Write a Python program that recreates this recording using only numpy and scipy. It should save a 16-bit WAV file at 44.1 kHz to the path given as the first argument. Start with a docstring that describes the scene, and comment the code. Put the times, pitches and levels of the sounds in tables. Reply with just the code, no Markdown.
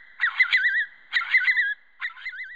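"""The echo of an earlier call is still fading when a wading bird on an estuary gives three bubbling calls,
near 0.2, 1.1 and 2 s, the last one fainter. Hoarse rasps (bursts of noise ringing a throat) break into clear
whistles (near sines) whose pitch swings up and down. The flats return a long soft echo (scattered noise
tails) over faint hiss and rumble; echo and hiss swell through the second call, then sink.
The recorder samples slowly, so the sound is dull and leaves a faint mirror image in the treble."""
import sys
import numpy as np
from scipy import signal
from scipy.fft import rfft, irfft, next_fast_len
from scipy.io import wavfile
from scipy.ndimage import uniform_filter1d

SR = 44100
rng = np.random.default_rng(int(sys.argv[2]) if len(sys.argv) > 2 else 0)


def file_out(sig):
    """Save sig as 16-bit WAV at sys.argv[1]."""
    # one column per channel
    cols = np.atleast_2d(sig).T
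    # limit, then scale
    lim = np.clip(cols, -1, 1)
    pcm = np.round(lim * 32767).astype(np.int16)
    wavfile.write(sys.argv[1], SR, pcm)


N = 112455  # length in samples


def amp(db):
    """Turns decibels into a plain multiplier."""
    return 10 ** (np.asarray(db) / 20)


def evened(x):
    """Scales a sound to an rms of 1."""
    return x / np.sqrt(np.mean(x ** 2) + 1e-20)


def noise(size):
    """White noise, equally strong at every pitch."""
    return rng.standard_normal(size)


def drift(hz, size):
    """Slow random wander of rms about 1, mostly below hz."""
    count = next_fast_len(size + SR // 5)
    f = np.fft.rfftfreq(count, 1 / SR)
    spectrum = rfft(noise(count)) / (1 + (f / hz) ** 4)
    return evened(irfft(spectrum, count))[:size]


def shaped(x, points):
    """Colours a sound by a (Hz, dB) spectrum, silent outside it."""
    f, db = np.transpose(points)
    hz = np.fft.rfftfreq(len(x), 1 / SR)
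    gain_db = np.interp(np.log(hz + 1), np.log(f + 1), db, -150, -150)
    return irfft(rfft(x) * amp(gain_db), len(x))


def lowpass(x, hz):
    """Removes everything above hz with a steep filter."""
    return signal.oaconvolve(x, signal.firwin(511, hz, window=("kaiser", 9), fs=SR), "same")


def resonate(x, hz, width):
    """Rings a sound at a pitch that may move: shift that pitch to zero, smooth twice, shift back."""
    turn = np.exp(2j * np.pi * np.cumsum(hz * np.ones(len(x))) / SR)
    r = np.exp(-np.pi * width / SR)
    smooth = signal.lfilter([(1 - r) ** 2], [1, -2 * r, r * r], x / turn)
    return 2 * (turn * smooth).real


def noise_band(hz, width):
    """Noise gathered around a moving pitch by ringing it twice, rms 1."""
    once = resonate(noise(len(hz)), hz, width)
    return evened(resonate(once, hz, width))


def span(rows):
    """Sample range, times and columns of one table."""
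    s, *cols = np.transpose(rows)
    at = np.arange(round(s[0] * SR), min(round(s[-1] * SR), N))
    t = at / SR
    return at, t, [np.interp(t, s, c) for c in cols]


def played(parts):
    """Adds all the parts together, each at its own time."""
    mix = np.zeros(N)
    for at, sound in parts:
        mix[at] += sound
    return mix


def whistle(rows):
    """A near sine with a flickering octave, and bands of noise at one, two and three times its pitch."""
    # strength of the octave relative to the whistle, before its start boost and flicker: pitch_hz, level_db
    octave_levels = [(2600, -50), (3000, -32.5), (3400, -19.5), (3900, -25), (4200, -28.5)]
    # strength of the noise at three times the pitch, relative to the whistle: pitch_hz, level_db
    third_levels = [(4100, -55.5), (4400, -36.5), (4700, -29.5), (4900, -55)]
    octave_start_db, octave_start_s = 6.5, 0.072  # the octave is brightest as the whistle catches
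    attack_s, release_s = 0.0021, 0.0023
    at, t, (hz, db) = span(rows)
    for _ in range(2):
        hz = uniform_filter1d(hz, size=330, mode="nearest")
    db = uniform_filter1d(db, size=260, mode="nearest")
    phase = 2 * np.pi * np.cumsum(hz) / SR

    octave_db = np.interp(2 * hz, *np.transpose(octave_levels))
    octave_db = octave_db + octave_start_db * np.exp(-(t - t[0]) / octave_start_s)
    flicker_db = 3 * drift(65, size=len(t))
    tone = np.sin(phase) + amp(octave_db + flicker_db) * np.sin(2 * phase)

    halo = amp(-41) * noise_band(hz, width=402)
    halo = halo + 0.4 * amp(octave_db) * noise_band(2 * hz, width=340)
    third_db = np.interp(3 * hz, *np.transpose(third_levels))
    halo = halo + amp(third_db) * noise_band(3 * hz, width=260)

    edge = np.clip(np.minimum((t - t[0]) / attack_s, (rows[-1][0] - t) / release_s), 0, 1)
    return at, edge * amp(db) * (np.sqrt(2) * tone + halo)


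def clear_whistles():
    """All the steady whistles of the three calls, with faint low undertones."""
    # pitch paths, one list per whistle: time_s, pitch_hz, level_db
    swoops = [
        [(0.231, 1943, -17), (0.247, 1925, -18), (0.263, 1752, -24), (0.277, 1439, -21), (0.285, 1341, -25),
         (0.297, 1270, -41.5)],
        [(0.396, 1932, -20), (0.408, 2074, -12.5), (0.422, 2010, -14.5), (0.442, 1518, -33.5),
         (0.46, 1385, -26), (0.478, 1360, -47)],
        [(1.337, 1841, -29), (1.342, 1976, -15.5), (1.355, 2089, -14.5), (1.371, 2014, -15.5),
         (1.383, 1692, -22), (1.39, 1750, -40)],
        [(1.401, 1617, -31), (1.409, 1459, -25.5), (1.429, 1494, -25), (1.443, 1555, -24), (1.451, 1627, -31.5),
         (1.456, 1665, -43)],
        [(1.472, 1877, -16.5), (1.48, 2018, -18.5), (1.494, 2051, -16.5), (1.504, 2009, -16),
         (1.518, 1704, -24.5), (1.522, 1676, -34)],
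        [(2.254, 1839, -33), (2.268, 2077, -29), (2.28, 2066, -30), (2.288, 2008, -29.5), (2.3, 1663, -38.5),
         (2.306, 1750, -45)],
    ]
    warbles = [
        [(0.538, 1928, -20), (0.546, 2041, -15), (0.564, 2015, -17.5), (0.586, 1501, -26), (0.61, 1506, -24.5),
         (0.634, 1645, -26), (0.658, 1938, -17.5), (0.676, 1995, -19), (0.7, 1556, -27.5), (0.732, 1580, -26),
         (0.774, 1947, -21), (0.79, 1950, -23), (0.818, 1701, -23), (0.838, 1645, -32), (0.853, 1555, -39)],
        [(1.566, 1793, -28.5), (1.574, 1720, -23), (1.59, 1955, -18), (1.604, 1988, -18), (1.614, 1861, -23.5),
         (1.63, 1681, -24.5), (1.638, 1605, -26), (1.668, 1639, -26), (1.696, 1669, -26), (1.722, 1710, -25),
         (1.732, 1617, -33), (1.738, 1587, -66)],
        [(2.319, 1563, -50), (2.329, 1457, -38), (2.345, 1468, -36.5), (2.363, 1565, -37), (2.375, 1615, -39.5),
         (2.405, 2006, -32), (2.423, 2053, -32.5), (2.431, 2005, -34), (2.449, 1593, -40.5),
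         (2.461, 1524, -38.5), (2.483, 1540, -43), (2.517, 1962, -39), (2.533, 1974, -40), (2.56, 1805, -39.5)],
    ]
    chips = [
        [(1.16, 2048, -21), (1.168, 1978, -15), (1.184, 1764, -25), (1.192, 1775, -24.5)],
        [(1.188, 2057, -37.5), (1.196, 2198, -21.5), (1.21, 1866, -37.5)],
        [(1.389, 2020, -22.5), (1.397, 1928, -26.5), (1.415, 2016, -50.5)],
        [(1.523, 2007, -26.5), (1.539, 1996, -31.5), (1.563, 2052, -26.5), (1.572, 1740, -27)],
        [(2.042, 1884, -25), (2.052, 1997, -25.5), (2.068, 1745, -28), (2.076, 1954, -48)],
        [(2.073, 2107, -28.5), (2.083, 2080, -35.5), (2.092, 1987, -48)],
        [(2.304, 2147, -46), (2.31, 2090, -42.5), (2.32, 1930, -43.5)],
    ]
    low_chips = [
        [(1.208, 1407, -33), (1.222, 1359, -25), (1.242, 1410, -35)],
        [(1.516, 1680, -30.5), (1.524, 1658, -31), (1.533, 1598, -46.5)],
        [(2.096, 1397, -42.5), (2.104, 1323, -41.5), (2.116, 1330, -43), (2.136, 1400, -55.5)],
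    ]
    undertones = [
        [(1.5, 1008, -73), (1.552, 991, -47), (1.604, 1033, -68)],
        [(2.08, 916, -73), (2.164, 1022, -51.5), (2.202, 1095, -63.5)],
    ]
    return played(whistle(r) for r in swoops + warbles + chips + low_chips + undertones)


def stutter(rows):
    """The whistle catches and drops out many times a second, ever faster."""
    at, sound = whistle(rows)
    per_s = np.linspace(75, 140, len(at)) * (1 + 0.14 * drift(50, size=len(at)))
    turns = np.cumsum(per_s) / SR
    return at, sound * evened(abs(np.sin(np.pi * turns)) ** 1.5)


def stuttering_whistles():
    """The broken whistles heard inside the rasp."""
    # pitch paths, one list per stutter: time_s, pitch_hz, level_db (average over the stutter)
    stutter_paths = [
        [(0.2, 1438, -49.5), (0.218, 1709, -31.5), (0.23, 1644, -21.5)],
        [(0.48, 1470, -32.5), (0.53, 1722, -45), (0.537, 1786, -62.5)],
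        [(1.125, 1459, -44.5), (1.139, 1320, -34.5), (1.16, 1722, -41)],
        [(1.25, 1430, -38.5), (1.266, 1446, -39), (1.336, 1898, -35)],
        [(2.008, 1456, -53.5), (2.016, 1355, -46.5), (2.04, 1833, -28)],
        [(2.165, 1584, -48), (2.177, 1440, -42.5), (2.253, 1743, -46)],
    ]
    return played(stutter(r) for r in stutter_paths)


def breath(clear):
    """A band of airy noise around the octave that follows the whistle and lingers."""
    linger_s, band_hz = 0.0086, (3141, 3964)
    r = np.exp(-1 / (linger_s * SR))
    level = np.sqrt(signal.lfilter([1 - r], [1, -r], clear ** 2))
    band = signal.butter(10, band_hz, "bandpass", fs=SR, output="sos")
    air = evened(signal.sosfilt(band, noise(N)))
    return amp(-32 + 4.0 * drift(25, size=N)) * level * air


def rasp(rows):
    """Uneven bursts of turbulent air ring the throat, each ring flickering on its own."""
    # rings of the throat at middling effort: pitch_hz, width_hz (of one smoothing), relative level_db
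    throat_rings = [(888, 74, -9), (1125, 130, 1), (1483, 240, 8.5), (1863, 250, 5), (2154, 300, 9.5),
                    (2697, 270, -0.5), (3191, 380, 3), (3694, 320, -2), (4010, 41, -24)]
    lower_hz, upper_hz = 980, 2500  # between these a ring blends the lower and upper level
    at, t, (upper_db, lower_db) = span(rows)
    per_s = 120 * (1 + 0.38 * drift(60, size=len(t)))
    turns = np.cumsum(per_s) / SR
    depth = 0.55
    bursts = evened(1 - depth + depth * abs(np.sin(np.pi * turns)) ** 0.78)

    air, out = noise(len(t)), 0
    # the rings climb with effort: a share of their pitch per dB
    climb = 1 + 0.0035 * np.clip(upper_db + 44, -12, 12)
    for ring_hz, width_hz, ring_db in throat_rings:
        high = np.clip((ring_hz - lower_hz) / (upper_hz - lower_hz), 0, 1)
        effort_db = high * upper_db + (1 - high) * lower_db
        flicker_db = 3.5 * drift(29.4, size=len(t))
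        db = -2 + ring_db + effort_db + flicker_db
        out = out + amp(db) * evened(resonate(air, ring_hz * climb, width_hz))

    no_bass = signal.butter(6, 733, "highpass", fs=SR, output="sos")
    out = signal.sosfilt(no_bass, bursts * out)
    edge = np.clip(np.minimum(t - t[0], t[-1] - t) / 0.044, 0, 1)  # 44 ms fades
    return at, edge * out


def hoarse_rasps(clear):
    """The rasp of each call, choked wherever a clear whistle stands out above its surroundings."""
    # effort, one list per call: time_s, upper rings level_db, lower rings level_db (both relative)
    rasp_paths = [
        [(0.17, -67, -74), (0.2, -57, -43.5), (0.216, -40, -44.5), (0.248, -53, -49.5), (0.284, -54, -45),
         (0.342, -49, -42.5), (0.396, -39, -44.5), (0.45, -53.5, -48), (0.47, -52, -61.5), (0.486, -53.5, -46),
         (0.536, -28, -48), (0.56, -41.5, -60), (0.63, -50.5, -66.5)],
        [(1.09, -72.5, -61.5), (1.14, -36.5, -39.5), (1.16, -29, -45), (1.188, -47, -56.5), (1.208, -50.5, -45),
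         (1.292, -46.5, -43.5), (1.338, -32.5, -49), (1.372, -61, -68), (1.402, -52.5, -50),
         (1.428, -59.5, -70.5), (1.45, -39, -50), (1.474, -37.5, -45.5), (1.496, -57.5, -65.5),
         (1.56, -94.5, -49)],
        [(1.98, -82, -73.5), (2.0, -60, -50.5), (2.016, -53.5, -48.5), (2.034, -43.5, -52), (2.044, -42.5, -53),
         (2.058, -65, -68), (2.094, -60, -61), (2.106, -60, -65.5), (2.136, -69, -58), (2.16, -62, -58),
         (2.258, -46, -68), (2.268, -57.5, -72.5), (2.31, -69.5, -65), (2.36, -69.5, -87)],
    ]
    choke_db = 2.5  # a whistle this far above the mean around it halves the rasp
    now = abs(uniform_filter1d(clear ** 2, size=90))
    around = abs(uniform_filter1d(clear ** 2, size=13000)) + 1e-9
    loud = now / around / amp(choke_db) ** 2
    return played(rasp(r) for r in rasp_paths) / (1 + loud)


def flats(x):
    """Near and far scattered echoes, changing slowly as the bird moves; gives the last N samples."""
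    # the near and far echo before colouring: relative level_db, time to fall 60 dB in seconds
    echo_tails = [(-20, 0.31), (-32.5, 3.6)]
    # colour of the echo: pitch_hz, relative level_db
    echo_tint = [(60, 0), (2150, -0.2), (2300, -20), (2900, -17.5), (3100, -4.5), (4100, -2), (4300, -20.5),
                 (5200, -20.5)]
    t, out = np.arange(2 * SR) / SR, np.zeros(N)
    for turn in range(3):  # three echo patterns take turns
        tail = sum(amp(db) * evened(amp(-60 * t / t60) * noise(len(t))) for db, t60 in echo_tails)
        tail = tail * (t > .008) / np.sqrt(len(t))  # no echo in the first 8 ms
        window = np.sqrt(2 / 3) * np.cos(np.pi * (2.26 * np.arange(len(x)) / SR + turn / 3))
        out += signal.fftconvolve(x * window, tail)[len(x) - N:len(x)]
    return shaped(out, echo_tint)


def echoes(bird):
    """The echo of the calls, and of an earlier call that still rings at the start."""
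    before = amp(4) * bird[round(.17 * SR):round(.87 * SR)]  # the first call again, 4 dB louder
    gap = np.zeros(round(0.04 * SR))
    return flats(np.concatenate([before, gap, bird]))


def floor(fade):
    """Faint noise coloured as hiss, and a low rumble of slow wander that comes in lumps."""
    # colour of the hiss: pitch_hz, relative level_db
    hiss_tint = [(130, -25), (180, -2), (400, -8), (900, -1), (1400, -2), (2150, 1.5), (2350, -15),
                 (2900, -12), (3200, -1), (4300, -20), (4900, -27)]
    hiss = amp(-68.5 + 1.0 * drift(4.9, size=N)) * evened(shaped(noise(N), hiss_tint))
    rumble = amp(-73.5 + 6.5 * drift(17.0, size=N)) * drift(31, size=N)
    return fade * hiss + rumble


def scene():
    """The bird's whistles, breath and rasps, then the echo and the background."""
    # slow swell and fall of echo and hiss: time_s, change_db
    background_fade = [(0, 2.5), (.9, 5.5), (1.5, 5.5), (1.9, -2), (2.55, -2.5)]
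    clear = clear_whistles()
    bird = clear + breath(clear) + stuttering_whistles() + hoarse_rasps(clear)
    fade = amp(np.interp(np.arange(N) / SR, *np.transpose(background_fade)))
    return (bird + fade * echoes(bird) + floor(fade))[None]


def record(dry):
    """Slow sampling: a dull band and its faint mirror; then the band limit and a small steady offset."""
    # colour of the mirror image: pitch_hz, level_db
    mirror_tint = [(5600, -28.5), (6500, -10), (7200, -29), (9000, -62), (9900, -59.5)]
    slow_rate_hz = 11025
    dull = lowpass(dry[0], 4850)
    # multiplying by a tone at the slow rate flips the band to just above itself
    flipped = 2 * dull * np.cos(2 * np.pi * slow_rate_hz * np.arange(N) / SR)
    mirror = shaped(flipped, mirror_tint)
    return lowpass(dull + mirror, 10000)[None] + 0.0015


dry = scene()
out = record(dry)
file_out(out)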